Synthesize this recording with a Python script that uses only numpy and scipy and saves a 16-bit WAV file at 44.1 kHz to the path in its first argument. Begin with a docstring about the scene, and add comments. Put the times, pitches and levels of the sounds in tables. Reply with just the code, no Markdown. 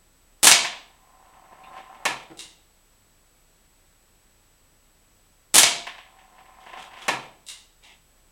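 """Air gun and plywood spinner

Two air gun shots in a hard-walled room, heard from beside the target: filtered bursts, wall echoes and a room tail.
Each is followed by the pellet's smack on the board and its rebound, ringing with modal resonances. The board then
turns on its bolt, rubbing and rattling as random slips and small knocks, until it knocks against its stop.
The gun's action clicks after each shot, over shaped hiss, a low hum and a thin whine.
"""
import sys
import numpy as np
from scipy import signal
from scipy.fft import rfft, irfft
from scipy.io import wavfile
from scipy.ndimage import uniform_filter1d

SR = 44100
rng = np.random.default_rng(int(sys.argv[2]) if len(sys.argv) > 2 else 0)


def wrap_up_sound(samples):
    """Save the sound to the file named by the first command line argument, as 16-bit audio."""
    columns = np.atleast_2d(samples).T
    # keep every value between -1 and 1, then stretch to whole-number steps
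    tamed = np.clip(columns, -1, 1)
    steps = np.round(tamed * 32767).astype(np.int16)
    wavfile.write(sys.argv[1], SR, steps)


N = 366471
TAPS = 8192  # length of the filters and bursts, in samples
HZ = np.fft.rfftfreq(TAPS, 1 / SR)
TIME = np.arange(N) / SR

# Plywood resonances. Each row: frequency in Hz, width in Hz, lift in dB before each sound's own share.
BOARD_MODES = [(309.9, 8.3, 5), (746, 47, 5), (766, 30, 1), (897, 30, 6), (970, 75, 5.5), (1348, 26, 9),
               (1719, 75, 13.5), (2040, 30, 2.5), (2183, 44, 7), (2385, 23, 8), (2560, 27, 3),
               (3120, 56, 5), (3500, 53, 3), (3630, 26, 5.5), (4030, 22, 8.5)]
# Tone of the clicking metal of the gun. Each row: frequency in Hz, relative level in dB.
CLICK_TONE = [(100, -23.5), (500, -19.5), (950, -7.5), (1450, -11), (2100, -6.5), (2500, -11.5), (3000, -6),
              (4000, -2.5), (6000, -1.5), (9200, -0.5), (11000, -12), (16000, -26)]


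def gain_of(db):
    """Decibels to amplitude."""
    return 10 ** (np.asarray(db) / 20)


def evened(x):
    """Scales to rms 1."""
    return x / np.sqrt(np.mean(x ** 2) + 1e-20)


def unit(x):
    """Scales to energy 1."""
    return x / np.sqrt(np.sum(x ** 2) + 1e-20)


def read(points, hz=HZ):
    """Joins (Hz, value) points on a log-frequency axis."""
    f, value = np.transpose(points)
    return np.interp(np.log(hz + 1), np.log(f + 1), value)


def add(mix, s, sound):
    """Mixes a sound in at time s, in seconds."""
    part = mix[max(round(s * SR), 0):][:len(sound)]
    part += sound[:len(part)]


def lifts(modes):
    """The dB that an object's resonances add to its spectrum: a sum of bell-shaped power peaks."""
    power = 1
    for hz, width, db in modes:
        extra = max(gain_of(db) ** 2 - 1, 0)  # resonances only lift, never cut
        power = power + extra / (1 + (2 * (HZ - hz) / width) ** 2)
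    return 10 * np.log10(power)


def ring(db):
    """Minimum-phase impulse response with this spectrum, energy 1: sharp onset, then the resonances ring on."""
    both_sides = np.concatenate([db, db[-2:0:-1]])
    log_gain = np.log(gain_of(both_sides))
    return unit(np.fft.ifft(np.exp(np.conj(signal.hilbert(log_gain)))).real)


def burst(fall_s, treble_db=0):
    """A click that frays into quickly dying noise; even in spectrum but for a shelf in the treble."""
    t = np.arange(TAPS) / SR
    # the two fades together make about 80 dB over fall_s
    z = rfft(rng.standard_normal(TAPS) * gain_of(-60 * t / fall_s))
    bins = int(np.clip(8 / fall_s / HZ[1], 3, 600))
    smooth = np.sqrt(uniform_filter1d(abs(z) ** 2, bins) + 1e-12)
    click = unit(irfft(z / smooth) * gain_of(-20 * t / fall_s))
    treble = signal.lfilter(*signal.butter(2, 6000, "high", fs=SR), click)
    return click + (gain_of(treble_db) - 1) * treble


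def room(build, lumps_db=3.5, merge=0.045):
    """Tail of energy 1: swells over `build` seconds, then each band dies at its own speed."""
    # Decay of the room. Each row: frequency in Hz, time to fall 60 dB in seconds.
    decay = [(100, .6), (260, 0.61), (700, .55), (1800, 0.42), (3500, .48), (5500, .41), (8000, .36),
             (11000, .29), (15000, 0.17)]
    phases = np.exp(2j * np.pi * rng.random(SR // 2 + 1))
    hz, t, z = signal.stft(irfft(phases), SR, nperseg=256)
    fading = z * gain_of(-60 * t / read(decay, hz)[:, None])
    tail = signal.istft(fading, SR, nperseg=256)[1][:SR]
    age = np.arange(SR) / SR
    # the first reflections come in separate clumps, which merge over `merge` seconds
    lumps = evened(uniform_filter1d(rng.standard_normal(SR), size=70))
    clumping = gain_of(lumps_db * lumps * np.exp(-age / merge))
    return unit(tail * (1 - np.exp(-age / build)) * clumping)


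def path(crack_s, scatter_s, scatter_db, room_db, build, echoes=(), edge_db=0):
    """A blow on its way to the microphone: keen direct crack, distinct echoes, scatter off near things, room."""
    out = gain_of(room_db) * room(build)
    add(out, 0, burst(crack_s, edge_db))  # edge_db shelves the treble of the direct crack alone
    add(out, 0, gain_of(scatter_db) * burst(scatter_s))
    for delay, db in echoes:
        add(out, delay, gain_of(db) * burst(crack_s))
    return out


def blows(rows, spectrum_db, way):
    """Each blow rings the object with its own strength, brightness and weight."""
    out = np.zeros(N)
    octaves = np.log2(np.clip(HZ, 250, None) / 2000)  # brightness pivots at 2 kHz
    low = 1 / (1 + (HZ / 450) ** 4)
    level_window = .05  # s; a blow's level is its whole energy spread over this time
    for row in rows:
        s, db, tilt, bass_db = (*row, 0, 0)[:4]
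        body = ring(spectrum_db + tilt * octaves + bass_db * low)
        sound = signal.fftconvolve(body, way)
        add(out, s, gain_of(db) * np.sqrt(level_window * SR) * unit(sound))
    return out


def friction(spectrum_db, per_s, spread_db, room_db):
    """Tiny slips of uneven size ring a body and the room; rms 1."""
    size = gain_of(spread_db * np.minimum(rng.exponential(1, N), 4))
    slips = size * rng.choice([-1, 1], N) * (rng.random(N) < per_s / SR)
    near = signal.oaconvolve(slips, ring(spectrum_db))[:N]
    reverb = signal.oaconvolve(near, room(build=0.012))[:N]
    return evened(near + gain_of(room_db) * reverb)


def stroke(s, length, db, attack_s, release_s):
    """Amplitude of one rubbing contact: rises, holds for its length, dies away."""
    age = TIME - s
    rise = np.clip(age / attack_s, 0, 1)
    return gain_of(db) * rise * np.exp(-np.maximum(age - length, 0) / release_s)


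def gun():
    """The hammer ticks just before each report, which arrives mostly by way of the walls."""
    # Muzzle reports. Each row: time in seconds, level in dB.
    shots = [(0.4302, -12.5), (5.5416, -12)]
    # Tone of the report. Each row: frequency in Hz, relative level in dB.
    report_tone = [(40, -15.5), (100, -17), (130, -7.5), (220, -2.5), (480, -2.5), (750, 2), (1400, -4),
                   (2200, -0.5), (3300, 3.5), (5000, 0), (8000, 5.5), (10300, 3), (11700, -3.5),
                   (13300, -8), (16000, -17.5)]
    # Walls and ceiling throw the report at the target. Each row: delay in seconds, dB against the direct crack.
    walls = [(.0048, 4.5), (.0141, 8.5), (.0195, 3), (.0235, 7), (.029, 0.5)]
    way = path(crack_s=0.011, scatter_s=0.091, scatter_db=3.0, room_db=13.5, build=0.014,
               echoes=walls, edge_db=-4)
    hammer_lead, hammer_db = .004, -30  # s ahead of the report, dB against it
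    ticks = [(s - hammer_lead, db + hammer_db, 1.5) for s, db in shots]
    hammer = blows(ticks, read(CLICK_TONE), way)
    return hammer + blows(shots, read(report_tone), way)


def pellet_smacks():
    """The pellet smacks the plywood and excites its resonances."""
    # Hits on the board. Each row: time in seconds, level in dB, brightness in dB per octave.
    smacks = [(.4697, -10, 2), (5.5812, -11.5, 4)]
    # Tone of the smack. Each row: frequency in Hz, relative level in dB.
    smack_tone = [(40, -20), (100, -20), (130, -9.5), (260, -8.5), (500, -3), (1000, 6.5), (1600, 3.5),
                  (3000, 5.5), (5000, 0.5), (8000, 1.5), (10300, -3), (11700, -8.5), (13300, -14.5),
                  (16000, -23)]
    way = path(crack_s=0.015, scatter_s=0.15, scatter_db=8, room_db=6.5, build=.008,
               echoes=[(.0043, 0.0035)], edge_db=2.5)
    return blows(smacks, read(smack_tone) + 0.53 * lifts(BOARD_MODES), way)


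def pellet_rebounds():
    """The rebounding pellet cracks against the backstop and sets it ringing."""
    # Hits on the backstop. Each row: time in seconds, level in dB, brightness in dB per octave.
    rebounds = [(.5145, -11, 0.5), (5.6328, -14.5, -1)]
    # Tone of the rebound. Each row: frequency in Hz, relative level in dB.
    rebound_tone = [(40, -19), (100, -22), (130, -14), (300, -13.5), (520, -9), (650, -2), (950, 0),
                    (1350, -6.5), (2300, 4.5), (3500, 4), (5200, 2.5), (6300, 2.5), (8000, 0.5),
                    (11000, -15.5), (16000, -28)]
    # What the pellet sets ringing. Each row: frequency in Hz, width in Hz, lift in dB.
    backstop = [(695, 11, 12.5), (954.5, 32, 7.5), (1710, 34, 5), (2260, 33, 10.5), (2790, 13, 5.5),
                (3156, 25, 6), (3760, 37, 6.5), (4080, 20, 7.5), (4840, 40, 8)]
    way = path(crack_s=0.002, scatter_s=0.11, scatter_db=-0.5, room_db=1.0, build=.006,
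               echoes=[(.0065, -9), (.009, -5)], edge_db=11.5)
    return blows(rebounds, read(rebound_tone) + lifts(backstop), way)


def stop_knocks():
    """The board knocks against its stop: a bright, woody blow with added bass."""
    # Hits on the stop. Each row: time in seconds, level in dB, brightness in dB per octave, bass lift in dB.
    knocks = [(2.0531, -21.5, 3, 11.5), (7.0814, -21, 1.9, 12.5)]
    # Tone of the knock. Each row: frequency in Hz, relative level in dB.
    knock_tone = [(40, -42.5), (95, -46), (128, -2), (185, -7.5), (260, -4), (430, -1), (620, 6.5),
                  (1100, 8), (1550, -2.5), (2500, 4.5), (3500, -4.5), (4800, -9.5), (7500, -13),
                  (10500, -20), (15500, -39.5)]
    way = path(crack_s=0.047, scatter_s=0.27, scatter_db=6.5, room_db=6.5, build=0.0011,
               echoes=[(.0072, 1)], edge_db=10)
    return blows(knocks, read(knock_tone) + 0.94 * lifts(BOARD_MODES), way)


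def swing(start, fastest, stop, fade_s=0.038):
    """Friction on the bolt through one turn: it grows with speed, then holds through the upswing."""
    t = TIME - fastest
    gather_db = 17.5 * np.minimum(t, 0)  # dB per second up to the fastest moment
    # at the bottom the weight briefly bears harder on the bolt; just past it the load lifts for a moment
    press_db = 7 * np.exp(-(t / 0.028) ** 2)
    ease_db = -2.5 * np.exp(-((t - 0.086) / 0.028) ** 2)
    return stroke(start, stop - start, gather_db + press_db + ease_db, fade_s, fade_s)


def chatter(start, stop, strength):
    """Small rattles at uneven intervals that follow the friction of the moment: rows (s, dB)."""
    per_s, offset_db, spread_db = 18, -1.5, 9.5  # offset and random spread are against the friction
    chance = rng.random((100, 2))
    times = start + (np.arange(len(chance)) + chance[:, 0]) / per_s
    friction_db = 20 * np.log10(np.interp(times, TIME, strength) + 1e-9)
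    db = friction_db + offset_db + spread_db * (2 * chance[:, 1] - 1)
    return np.column_stack([times, db])[times < stop]


def turning_board():
    """The pellet drops; the board gathers speed and grinds round on its bolt, rubbing, rasping and rattling."""
    # Turns until the heavy side swings through the bottom and up. Each row: start, fastest moment and stop
    # in seconds, rubbing and dry rasp in dB before the swing's changing load.
    turns = [(0.85, 1.785, 2.04, -47.5, -62), (5.999, 6.793, 7.07, -48.5, -60)]
    # Tone of the rubbing. Each row: frequency in Hz, relative level in dB.
    rub_tone = [(100, -28), (180, -6), (400, -13.5), (560, -8.5), (740, -4), (860, -5), (1040, -8.5),
                (1300, -5), (2000, -16), (4000, -38)]
    # Tone of the dry rasp. Each row: frequency in Hz, relative level in dB.
    rasp_tone = [(600, -54), (1300, -34), (1800, 1), (2700, 0.5), (3600, -9.5), (4300, -9.5), (6500, -14.5),
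                 (10000, -17), (15000, -42)]
    # Loudest short knocks and rattles: the dropping pellet, then the board in the play of its bolt.
    # Each row: time in seconds, level in dB, brightness in dB per octave.
    short_knocks = [(.648, -28.5, 1.5), (1.524, -53, -7), (1.732, -52, -4), (1.777, -47.5, -1),
                    (5.869, -35, 1), (5.982, -46, 0.5), (6.187, -57.5, 0.5), (6.383, -54, -2),
                    (6.664, -46, -3.5), (6.694, -50.5, -0.5), (6.732, -42.5, -3), (6.773, -44.5, -0.5),
                    (6.82, -54, 2.5), (6.934, -48, 0), (6.969, -47, -0.5)]
    # Tone of these knocks and rattles. Each row: frequency in Hz, relative level in dB.
    rattle_tone = [(80, -25), (170, -22), (450, -10), (720, 0), (1000, 0), (1330, -2), (1750, 5), (2500, 4),
                   (3550, 0.5), (4200, -10), (6500, -18), (10000, -26), (15000, -36)]
    # Resonances that the bolt drives at the board's centre. 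Each row: frequency in Hz, width in Hz,
    # lift in dB before each sound's own share (a negative lift has no effect).
    hub_modes = [(356, 15, 10), (581, 14, 10), (764, 14, 19.5), (747, 103, 7), (909, 48, 9),
                 (1035, 37, 18.5), (1134, 19, -5)]
    wood, hub = lifts(BOARD_MODES), lifts(hub_modes)
    loose = path(crack_s=0.0066, scatter_s=0.095, scatter_db=14.0, room_db=17, build=0.0015, edge_db=-9)
    rubbing, rasping, small_rattles = np.zeros(N), np.zeros(N), []
    for start, fastest, stop, rub_db, rasp_db in turns:
        effort = swing(start, fastest, stop)
        rubbing += gain_of(rub_db) * effort
        rasping += gain_of(rasp_db) * effort
        small_rattles += list(chatter(start, stop, rasping))
    rattle_spectrum = read(rattle_tone) + 0.24 * wood + 0.45 * hub
    rattles = blows(list(short_knocks) + small_rattles, rattle_spectrum, loose)
    rub = friction(read(rub_tone) + hub, per_s=260, spread_db=-2, room_db=-8.5) * rubbing
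    rasp = friction(read(rasp_tone) + 0.59 * wood, per_s=170, spread_db=1.0, room_db=13) * rasping
    return rattles + rub + rasp


def stand_grazes():
    """The fast-turning board grazes its stand in short scraping contacts."""
    # Contacts. Each row: time in seconds, length in seconds, level in dB.
    grazes = [(1.78, .03, -62), (6.598, 0.28, -57.5), (6.78, 0.044, -44), (6.968, 0.049, -52.5),
              (7.014, 0.05, -45)]
    # Tone of the graze. Each row: frequency in Hz, relative level in dB.
    graze_tone = [(80, -12), (170, -5), (400, -3), (900, 3), (1800, 0.5), (3400, 4.5), (4400, -7),
                  (6500, -7.5), (9000, -10), (11500, -19), (15000, -23)]
    grazing = sum(stroke(*row, attack_s=.008, release_s=0.029) for row in grazes)
    return friction(read(graze_tone), per_s=110, spread_db=1.5, room_db=3) * grazing


def bolt_squeak():
    """The bolt catches briefly: rapid slips that squeak."""
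    # The catch, a single row: time in seconds, length in seconds, level in dB.
    catch = (1.632, 0.013, -50.5)
    # Tone of the squeak. Each row: frequency in Hz, relative level in dB.
    squeak_tone = [(1500, -18), (2500, -7), (2850, -6), (3250, -19), (3680, -5), (4000, -18), (4600, -28),
                   (9000, -42)]
    slips = friction(read(squeak_tone), per_s=980, spread_db=1.0, room_db=0)
    return slips * stroke(*catch, attack_s=.006, release_s=0.036)


def sinking_thuds():
    """The board sinks back with a dull double thud that rings its stand."""
    # Thuds. Each row: time in seconds, level in dB.
    thuds = [(2.3005, -49.5), (2.313, -46)]
    # Tone of the thud. Each row: frequency in Hz, relative level in dB.
    thud_tone = [(70, -16), (130, -2), (230, -5.5), (330, -3), (600, -7), (820, -7.5), (1150, -15),
                 (2000, -15), (4000, -28), (10000, -45)]
    # Resonances of the stand. 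Each row: frequency in Hz, width in Hz, lift in dB.
    stand = [(333, 33, 12), (460, 27, 7), (773, 56, 11), (1340, 50, 11)]
    way = path(crack_s=0.018, scatter_s=0.093, scatter_db=3, room_db=-1.5, build=0.01)
    return blows(thuds, read(thud_tone) + lifts(stand), way)


def action():
    """Across the room the steel action clicks, and scrapes once as the gun is handled."""
    # Clicks. Each row: time in seconds, level in dB, brightness in dB per octave.
    latches = [(2.3725, -51.5, 3.5), (2.3918, -38.5, 0.5), (2.425, -55.5, -7.5), (7.4662, -48.5, 4),
               (7.476, -52, 11), (7.4862, -38, 1.5), (7.499, -47.5, -3.5), (7.837, -55.5, -2.5)]
    # Resonances of the steel. Each row: frequency in Hz, width in Hz, lift in dB.
    steel = [(2080, 270, 8), (2770, 100, 15), (2870, 110, 12), (3720, 225, 10.5), (3900, 170, 7),
             (4860, 130, 5), (7100, 150, 2), (9300, 330, 2)]
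    # The short scrape, a single row: time in seconds, length in seconds, level in dB.
    slide = (7.815, 0.11, -52)
    # Tone of the scrape. Each row: frequency in Hz, relative level in dB.
    scrape_tone = [(200, -12), (550, -15), (690, -3), (1000, -5.5), (1450, -18), (2000, -1.5), (3400, -1),
                   (4200, -13), (7000, -16), (10000, -29), (15000, -33)]
    way = path(crack_s=0.027, scatter_s=0.19, scatter_db=0, room_db=5.5, build=0.012, edge_db=-24)
    scrape = friction(read(scrape_tone), per_s=500, spread_db=0.0, room_db=3)
    scrape = scrape * stroke(*slide, attack_s=0.035, release_s=0.032)
    return blows(latches, read(CLICK_TONE) + lifts(steel), way) + scrape


def background():
    """Even hiss, with the camera's steady hum tones and a thin electronic whine that keeps flipping its phase."""
    # Colour of the hiss. Each row: frequency in Hz, relative density in dB per Hz.
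    hiss_tone = [(10, -5.5), (25, 1.5), (70, -1.5), (110, -3.5), (200, -7), (630, -10.5), (2100, -15),
                 (7000, -19), (16000, -21.5)]
    # The camera's hum and its highest whistle. Each row: frequency in Hz, rms level in dB.
    hum_tones = [(29.8, -66), (59.7, -75.5), (89.5, -79.5), (15795, -85)]
    hiss_db, whine_db = -62, -69  # rms levels
    whine_hz, flips_per_s = 7867.5, 59.68  # one flip at every frame of the camera
    hz = np.fft.rfftfreq(N, 1 / SR)
    hiss = evened(irfft(rfft(rng.standard_normal(N)) * gain_of(read(hiss_tone, hz)), N))
    hum = np.zeros(N)
    for f, db in hum_tones:
        hum += gain_of(db) * np.sqrt(2) * np.sin(2 * np.pi * (f * TIME + rng.random()))
    flip = np.tanh(12 * np.sin(np.pi * flips_per_s * TIME))
    whine = evened(flip * np.sin(2 * np.pi * whine_hz * TIME))
    return gain_of(hiss_db) * hiss + hum + gain_of(whine_db) * whine


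def scene():
    """All sources at one microphone."""
    shots = gun() + pellet_smacks() + pellet_rebounds()
    spinner = stop_knocks() + turning_board() + stand_grazes() + bolt_squeak() + sinking_thuds()
    return (shots + spinner + action() + background())[None]


def record(dry, ceiling=.9):
    """The loudest cracks are clipped flat at a ceiling; then a steep low-pass limits the band."""
    clipped = np.clip(dry, -ceiling, ceiling)
    edge_hz = 16150
    low_pass = signal.firwin(511, edge_hz, window=("kaiser", 9), fs=SR)
    return signal.oaconvolve(clipped, low_pass[None], "same")


dry = scene()
out = record(dry)
wrap_up_sound(out)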